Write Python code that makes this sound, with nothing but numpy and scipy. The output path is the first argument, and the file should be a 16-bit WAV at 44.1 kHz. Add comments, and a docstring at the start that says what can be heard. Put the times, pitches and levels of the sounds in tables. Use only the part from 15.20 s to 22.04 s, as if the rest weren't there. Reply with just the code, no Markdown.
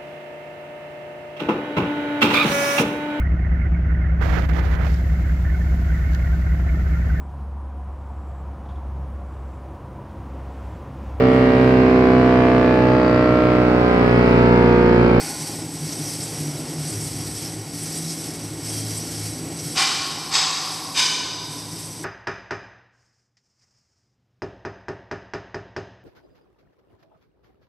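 """A film rewinding machine runs steadily in a factory hall, heard in mono from beside its rollers.
From the start the drive hums, the frame rumbles, the inverter whines and the film hisses onto the
drum, swelling with each turn, while metal left ringing by an earlier air blast dies away.
From about 4.5 s, three blasts of compressed air ring through the hall from further off.
They push the recorder's gain down, and the machine creeps back up after them."""
import sys
import numpy as np
from scipy import signal
from scipy.fft import rfft, irfft
from scipy.io import wavfile
from scipy.ndimage import uniform_filter1d

SR = 44100
rng = np.random.default_rng(int(sys.argv[2]) if len(sys.argv) > 2 else 0)


def store_pcm(level_fs):
    """Save levels as 16-bit WAV."""
    pcm = np.round(np.clip(level_fs, -1, 1) * 32767).astype(np.int16)
    wavfile.write(sys.argv[1], SR, np.atleast_2d(pcm).T)


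N = 301644
TIME = np.arange(N) / SR
HZ = np.maximum(np.arange(N // 2 + 1) * SR / N, 1)

# The even bed of the hum. Each row: multiple of the shaft rate, level in dB.
STEADY_HARMONICS = [(16, -45), (22, -60), (24, -60), (26, -60)]
# Vibrations that swell and fade. Each row: middle in seconds, length in seconds, level in dB, part.
VIBRATION_SWELLS = [(0.637, 0.075, -28.5, "drone"), (0.832, 0.067, -30, "drone"), (1.1, 0.45, -41, "sixth"),
                    (1.264, 0.2, -28.5, "drone"), (1.45, 1, -37.5, "rumble"), (1.61, 0.15, -28.5, "drone"),
                    (1.77, 0.078, -30, "sixth"), (1.97, .55, -38, "boom"), (1.97, 0.52, -47, "fourth"),
                    (1.992, 0.56, -37, "sixth"), (2.85, .26, -33.5, "ninth"), (3.3, 0.23, -39, "sixth"),
                    (3.633, 0.39, -32, "sixth"), (3.95, 1.0, -53, "fourth"), (4.036, 0.21, -33, "sixth"),
                    (6.45, 0.85, -42, "sixth"), (6.655, .45, -44, "boom")]
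# Tone of the frame's low boom. Each row: frequency in Hz, relative level in dB.
BOOM_SPECTRUM = [(25, -37), (45, -31), (62, -21), (84, -9), (98, -7), (125, -6), (150, 0), (185, -8),
                 (260, -33)]
# Tone of the frame's rumble. Each row: frequency in Hz, relative level in dB.
RUMBLE_SPECTRUM = [(120, -6.5), (195, -9), (240, -4), (300, 0.5), (370, -5.5), (500, -12), (620, -13),
                   (800, -14.5), (1000, -19.5), (1250, -23), (1700, -27.5), (2200, -24.5), (3200, -25.5),
                   (8000, -32.5)]
# Resonances of the steel frame. Each row: centre in Hz, width in Hz, boost in dB.
FRAME_RESONANCES = [(242, 10, 3), (314.6, 7.4, 5), (437, 8.5, 2), (1370, 60, 5.5), (1930, 150, 6),
                    (2230, 91, 3)]
# Faint whine of gears and bearings. Each row: pitch in Hz, level in dB against the resting rumble.
GEAR_TONES = [(737, -20), (799, -23), (1084, -26.5), (1414, -37), (1459, -26), (1648, -28.5), (1833, -33.5),
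              (1881, -28), (2195, -23.5)]
# The inverter's switching tone and its sidebands. Each row: pitch in Hz, level in dB.
INVERTER_TONES = [(7897.9, -47), (8000.4, -62), (8102.6, -51)]
# Tone of the sliding film. Each row: frequency in Hz, relative level in dB.
HISS_SPECTRUM = [(1000, -21.5), (2200, -10), (2750, -12), (4100, -10), (4700, -4.5), (5500, -2.5),
                 (6300, -4), (7100, -10), (7800, 0), (8450, -3.5), (9200, -5), (10400, -7.5), (12000, -6)]
# The drum rings under the film. Each row: centre in Hz, width in Hz, level in dB against the hiss.
DRUM_RESONANCES = [(3214, 180, -23.5), (3940, 91, -21.5), (4340, 130, -22), (4670, 230, -14.5),
                   (5280, 310, -11.5), (5766, 220, -11), (8500, 430, -12.5), (9370, 160, -23.5)]
# Short scuffs on the drum, mostly where wrinkles brush it; the faint one at 4.07 s comes with a turn's second
# pull. Each row: middle in seconds, level in dB, centre in Hz, half-length in seconds.
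WRINKLE_SCUFFS = [(0.73, -32, 5330, 0.011), (0.89, -37, 5500, 0.028), (1.036, -31.5, 8100, 0.017),
                  (1.7, -33, 8500, 0.015), (1.837, -32.5, 8200, 0.022), (2.632, -33, 8500, .014),
                  (2.781, -31, 8650, .012), (2.906, -33.5, 5430, 0.035), (3.5, -41, 5500, 0.015),
                  (3.781, -29.5, 8400, .012), (4.066, -44, 5670, 0.015), (4.4, -37, 5700, .014),
                  (6.66, -36, 8700, .02)]
# Metal left ringing by the blasts; negative starts belong to one already past.
# Each row: start in seconds, centre in Hz, width in Hz, level in dB, seconds to fall 60 dB.
METAL_RINGS = [(-.05, 823, 94, -37.5, 2.6), (-.05, 1030, 60, -46.5, 2.6), (-.05, 1450, 130, -43, 1.5),
               (-.05, 2050, 900, -38.5, 1.1), (-.05, 2450, 40, -40.5, 1.1), (-.05, 4460, 35, -38, 1.7),
               (-.05, 4630, 200, -51, 1.7), (-.05, 6300, 40, -50, 2.4), (4.56, 783, 45, -25, 0.8),
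               (5.12, 1032, 25, -37, 3.4), (5.755, 995, 34.6, -26, 1.96), (5.755, 3660, 131.5, -28, 2.1)]
# The air blasts. Each row: start in seconds, level in dB, rise in seconds, time open in seconds,
# closing decay in seconds, pressure sag in dB per second.
AIR_BLASTS = [(4.54, -12, 0.071, 0.09, 0.14, 4), (5.097, -7.5, 0.086, 0.066, 0.2, 29),
              (5.732, -8.5, 0.076, 0.11, 0.12, 26)]
# Tone of the air jet. Each row: frequency in Hz, relative level in dB.
JET_SPECTRUM = [(300, -14), (450, -10.5), (580, -16.5), (800, -10), (1700, -5.5), (2600, -3), (4200, -2.5),
                (5000, 0), (6000, -5.5), (7000, -8), (7900, -4), (9000, -10), (10000, -17.5), (12000, -20)]
# Resonances stirred by the jet.
# Each row: centre in Hz, width in Hz, then boost or cut in dB for the first, second and third blast.
JET_RESONANCES = [(768, 85, 12, 10, 0), (1004, 117, 6, 8, 6), (1118, 117, 10.5, 8.5, 3),
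                  (1370, 98, 6, 5.5, -7), (1504, 92, 3, -4, 7.5), (2000, 63, 4, -2.5, -8),
                  (2288, 170, 2.5, 1, 5.5), (2380, 45, 9, 0, 9.5), (2430, 35, -4, 0, 7.5),
                  (2980, 160, 5.5, -6, 7), (3080, 73, 4, 3, 0), (3310, 80, 4.5, -4, -2),
                  (3370, 110, -4, 3.5, 0.5), (3620, 200, -1, 3, 8), (3644, 110, 5, -3, 2),
                  (3790, 70, 7, 7, 7), (4200, 67, 7, -12, 1), (4500, 36, 4, 1, -12), (4370, 120, 3, 5, 4),
                  (4770, 96, 6.5, 8.5, 4), (4890, 155, 4.5, 3, 9.5), (5180, 97, 3, 8, 6),
                  (5500, 160, 5, -2, 2), (5580, 33, -3, -2, 3), (6160, 210, 7, 8, 12.5),
                  (6520, 72, -6, 11, 5), (7710, 120, 4, 12, -4), (8700, 64, -4, 1, 4),
                  (9700, 4200, -1, -7, -0.5)]
# The hall's tail. Each row: frequency in Hz, seconds to fall 60 dB.
HALL_DECAY = [(300, 6), (750, 3.5), (1050, 2.53), (1600, 1.29), (3000, 1.24), (5000, 1.86), (8000, 0.88),
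              (12000, 0.47)]

SHAFT_HZ, PANEL_HZ = 17.95, 149
BOOM_REST_DB, RUMBLE_REST_DB = -46, -36
TURN_S, FIRST_TIGHTENING_S = 0.93, 0.6
TIGHTEN_S, TAUT_S, SLACKEN_S = 0.16, 0.27, 0.19
SECOND_PULL_S, SECOND_PULL_LENGTH_S, SECOND_PULL_SHARE = 0.645, 0.22, 0.68
SLACK_HISS_DB, TENSION_BOOST_DB = -38.5, 5.5
JUDDERS_PER_TURN, JUDDER_DB = 14, 0.47
HALL_SEND_DB = -4.5
DUCK_THRESHOLD_DB, DUCK_SHARE, DUCK_ATTACK_S, RECOVERY_DB_PER_S = -23, 0.6, 0.021, 4.5
CUTOFF_HZ = 12100


def from_db(db):
    """Decibels to gain."""
    return 10 ** (np.asarray(db) / 20)


def at_hz(points, hz):
    """Read a table on a log-frequency axis."""
    frequencies, values = np.transpose(points)
    return np.interp(np.log(hz), np.log(frequencies), values)


def resonance(hz, width_hz):
    """Magnitude response of one resonance, 1 at its peak."""
    return 1 / np.sqrt(1 + ((HZ ** 2 - hz ** 2) / (HZ * width_hz)) ** 2)


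def bell_eq(modes):
    """A flat response with a bell-shaped boost or cut at each resonance."""
    return from_db(sum(db * resonance(hz, width) ** 2 for hz, width, db in modes))


def noise(response):
    """Noise with the given magnitude response, rms 1."""
    shaped = irfft(rfft(rng.standard_normal(N)) * response, N)
    return shaped / np.sqrt(np.mean(shaped ** 2) + 1e-20)


def noise_band(hz, width_hz):
    """A band of noise around one pitch, rms 1."""
    return noise(resonance(hz, width_hz) ** 2)


def coloured(spectrum, eq=1):
    """Noise of rms 1 shaped by a spectrum table and an EQ, rolled off beyond the table's ends."""
    skirts = np.minimum(1, HZ / spectrum[0][0]) ** 2 * np.minimum(1, spectrum[-1][0] / HZ) ** 2
    return noise(from_db(at_hz(spectrum, HZ)) * skirts * eq)


def drift(rate_hz):
    """Smooth random modulation, rms 1, mostly slower than the given rate."""
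    return noise(1 / (1 + (HZ / rate_hz) ** 2) ** 2)


def tone(hz, wander_rad, rate_hz):
    """A sine of rms 1 with a wandering phase."""
    return np.sqrt(2) * np.sin(2 * np.pi * hz * TIME + wander_rad * drift(rate_hz))


def vibration(part, rest_db, flutter_db, rate_hz):
    """Envelope of one vibrating part: it flutters about its resting level, and swells add power."""
    power = from_db(rest_db + flutter_db * drift(rate_hz)) ** 2
    for middle, length, db, swelling_part in VIBRATION_SWELLS:
        if swelling_part == part:
            swell = from_db(db) * np.exp(-(2 * (TIME - middle) / length) ** 2)
            power += swell ** 2
    return np.sqrt(power)


def drive_hum():
    """Shaft harmonics hum; a frame panel drones just below the ninth and beats with it."""
    fourth = vibration("fourth", rest_db=-59, flutter_db=1.5, rate_hz=6)
    fourth *= tone(4 * SHAFT_HZ, wander_rad=0.67, rate_hz=4)
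    sixth = vibration("sixth", rest_db=-48.5, flutter_db=4, rate_hz=8.3)
    sixth *= tone(6 * SHAFT_HZ, wander_rad=0.47, rate_hz=2.6)
    ninth = vibration("ninth", rest_db=-40.5, flutter_db=1.5, rate_hz=18)
    ninth *= tone(9 * SHAFT_HZ, wander_rad=0.42, rate_hz=5.2)
    panel = vibration("drone", rest_db=-50, flutter_db=5, rate_hz=6.4)
    panel *= tone(PANEL_HZ, wander_rad=0.75, rate_hz=3)
    bed = sum(from_db(db) * tone(multiple * SHAFT_HZ, wander_rad=0.57, rate_hz=2.9)
              for multiple, db in STEADY_HARMONICS)
    return fourth + sixth + ninth + panel + bed


def frame_rumble():
    """Rolling bearings and belts shake the steel frame: a low boom under a broad rumble."""
    boom = vibration("boom", BOOM_REST_DB, flutter_db=4, rate_hz=6.8)
    rumble = vibration("rumble", RUMBLE_REST_DB, flutter_db=0.84, rate_hz=5.2)
    return boom * coloured(BOOM_SPECTRUM) + rumble * coloured(RUMBLE_SPECTRUM, bell_eq(FRAME_RESONANCES))


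def whine():
    """Gear teeth sing faintly; the motor windings sing at the inverter's switching frequency."""
    gears = sum(from_db(db + 1.23 * drift(4.5)) * tone(hz, wander_rad=0.9, rate_hz=5.1)
                for hz, db in GEAR_TONES)
    windings = sum(from_db(db + 1.4 * drift(3.5)) * tone(hz, wander_rad=2.6, rate_hz=3.3)
                   for hz, db in INVERTER_TONES)
    return from_db(RUMBLE_REST_DB) * gears + windings


def film_tension():
    """Tension from 0 to 1: each turn it builds, holds and eases, then gives a weaker second pull."""
    age = (TIME - FIRST_TIGHTENING_S) % TURN_S
    main_pull = np.interp(age, np.cumsum([0, TIGHTEN_S, TAUT_S, SLACKEN_S]), [0, 1, 1, 0])
    second_pull = np.exp(-(2 * (age - SECOND_PULL_S) / SECOND_PULL_LENGTH_S) ** 2)
    return main_pull + SECOND_PULL_SHARE * second_pull


def film_hiss():
    """Film slides on with a fine crackle and rings the drum; when taut it is louder and sizzles."""
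    tension = film_tension()
    judder = np.cos(2 * np.pi * JUDDERS_PER_TURN * (TIME - 0.014) / TURN_S)
    rubbing = from_db(SLACK_HISS_DB + TENSION_BOOST_DB * tension + JUDDER_DB * judder + 1.3 * drift(7.6))
    drum = sum(from_db(db + 2.4 * drift(18)) * noise_band(hz, width) for hz, width, db in DRUM_RESONANCES)
    crackle = from_db(1.05 * drift(56) + 0.51 * drift(1400))
    sizzle = from_db(-13.5) * tension * noise_band(9600, width_hz=6300)
    hiss = from_db(-0.14) * coloured(HISS_SPECTRUM)
    return rubbing * (crackle * (hiss + sizzle) + drum)


def ringing_metal():
    """Clusters of metal resonances build up with a blast and outlast it."""
    rings = 0
    for start, hz, width, db, t60 in METAL_RINGS:
        age = np.maximum(TIME - start, 0)
        envelope = np.minimum(age / 0.046, 1) * np.exp(-np.log(1000) * age / t60)
        rings += from_db(db) * envelope * noise_band(hz, width)
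    return rings


def wrinkle_scuffs():
    """Short, bright scuffs brush over the drum, mostly from wrinkles in the film."""
    scuffs = 0
    for middle, db, hz, half_length in WRINKLE_SCUFFS:
        envelope = np.exp(-((TIME - middle) / half_length) ** 2)
        scuffs += from_db(db) * envelope * noise_band(hz, width_hz=1900)
    return scuffs


def air_blasts():
    """A valve opens and shuts; the sputtering jet stirs resonances as its pressure sags."""
    jets = 0
    mode_hz, mode_width, *boosts_by_blast = np.transpose(JET_RESONANCES)
    for (start, db, rise, held, closing, sag), boosts in zip(AIR_BLASTS, boosts_by_blast):
        jet = coloured(JET_SPECTRUM, bell_eq(zip(mode_hz, mode_width, boosts)))
        sputter = from_db(1.04 * drift(160))
        age = np.maximum(TIME - start, 0)
        attack = np.sin(np.pi / 2 * np.minimum(age / rise, 1)) ** 2
        release = np.exp(-np.maximum(age - held, 0) / closing)
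        jets += from_db(db - 1 - sag * age) * attack * release * sputter * jet
    return jets


def hall(x):
    """Diffuse echoes bloom quickly and die at each band's own pace, the lows last."""
    t, tail = TIME[:2 * SR], 0
    edges_hz = np.geomspace(200, 14000, 17)
    for low, high in zip(edges_hz, edges_hz[1:]):
        bandpass = signal.butter(2, [low, high], "band", fs=SR, output="sos")
        band = signal.sosfilt(bandpass, rng.standard_normal(len(t)))
        t60 = at_hz(HALL_DECAY, np.sqrt(low * high))
        tail += band * np.exp(-np.log(1000) * t / t60)
    tail *= 1 - np.exp(-t / 0.0035)
    return signal.fftconvolve(x, tail / np.sqrt(np.sum(tail ** 2)))[:len(x)]


def automatic_gain(x):
    """The recorder quickly ducks by a share of any level over its threshold, then creeps back up."""
    power = uniform_filter1d(x[0] ** 2, size=SR // 40)
    level_db = 10 * np.log10(np.maximum(power, 1e-12))
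    cut_db = DUCK_SHARE * np.maximum(level_db - DUCK_THRESHOLD_DB, 0)
    recovery_db = RECOVERY_DB_PER_S * TIME
    held_db = np.maximum.accumulate(cut_db + recovery_db) - recovery_db
    pole = np.exp(-1 / (DUCK_ATTACK_S * SR))
    return x * from_db(-signal.lfilter([1 - pole], [1, -pole], held_db))


def scene():
    """The machine close and dry, the blasts with the hall's reverb, the same in both channels."""
    mono = drive_hum() + frame_rumble() + whine() + film_hiss() + ringing_metal() + wrinkle_scuffs()
    blasts = air_blasts()
    mono += blasts + from_db(HALL_SEND_DB) * hall(blasts)
    return np.array([mono, mono])


def record(dry):
    """The automatic gain ducks the mix under each blast; the top is cut steeply."""
    lowpass = signal.ellip(14, 0.1, 90, CUTOFF_HZ, fs=SR, output="sos")
    return signal.sosfilt(lowpass, automatic_gain(dry))


dry = scene()
out = record(dry)
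store_pcm(out)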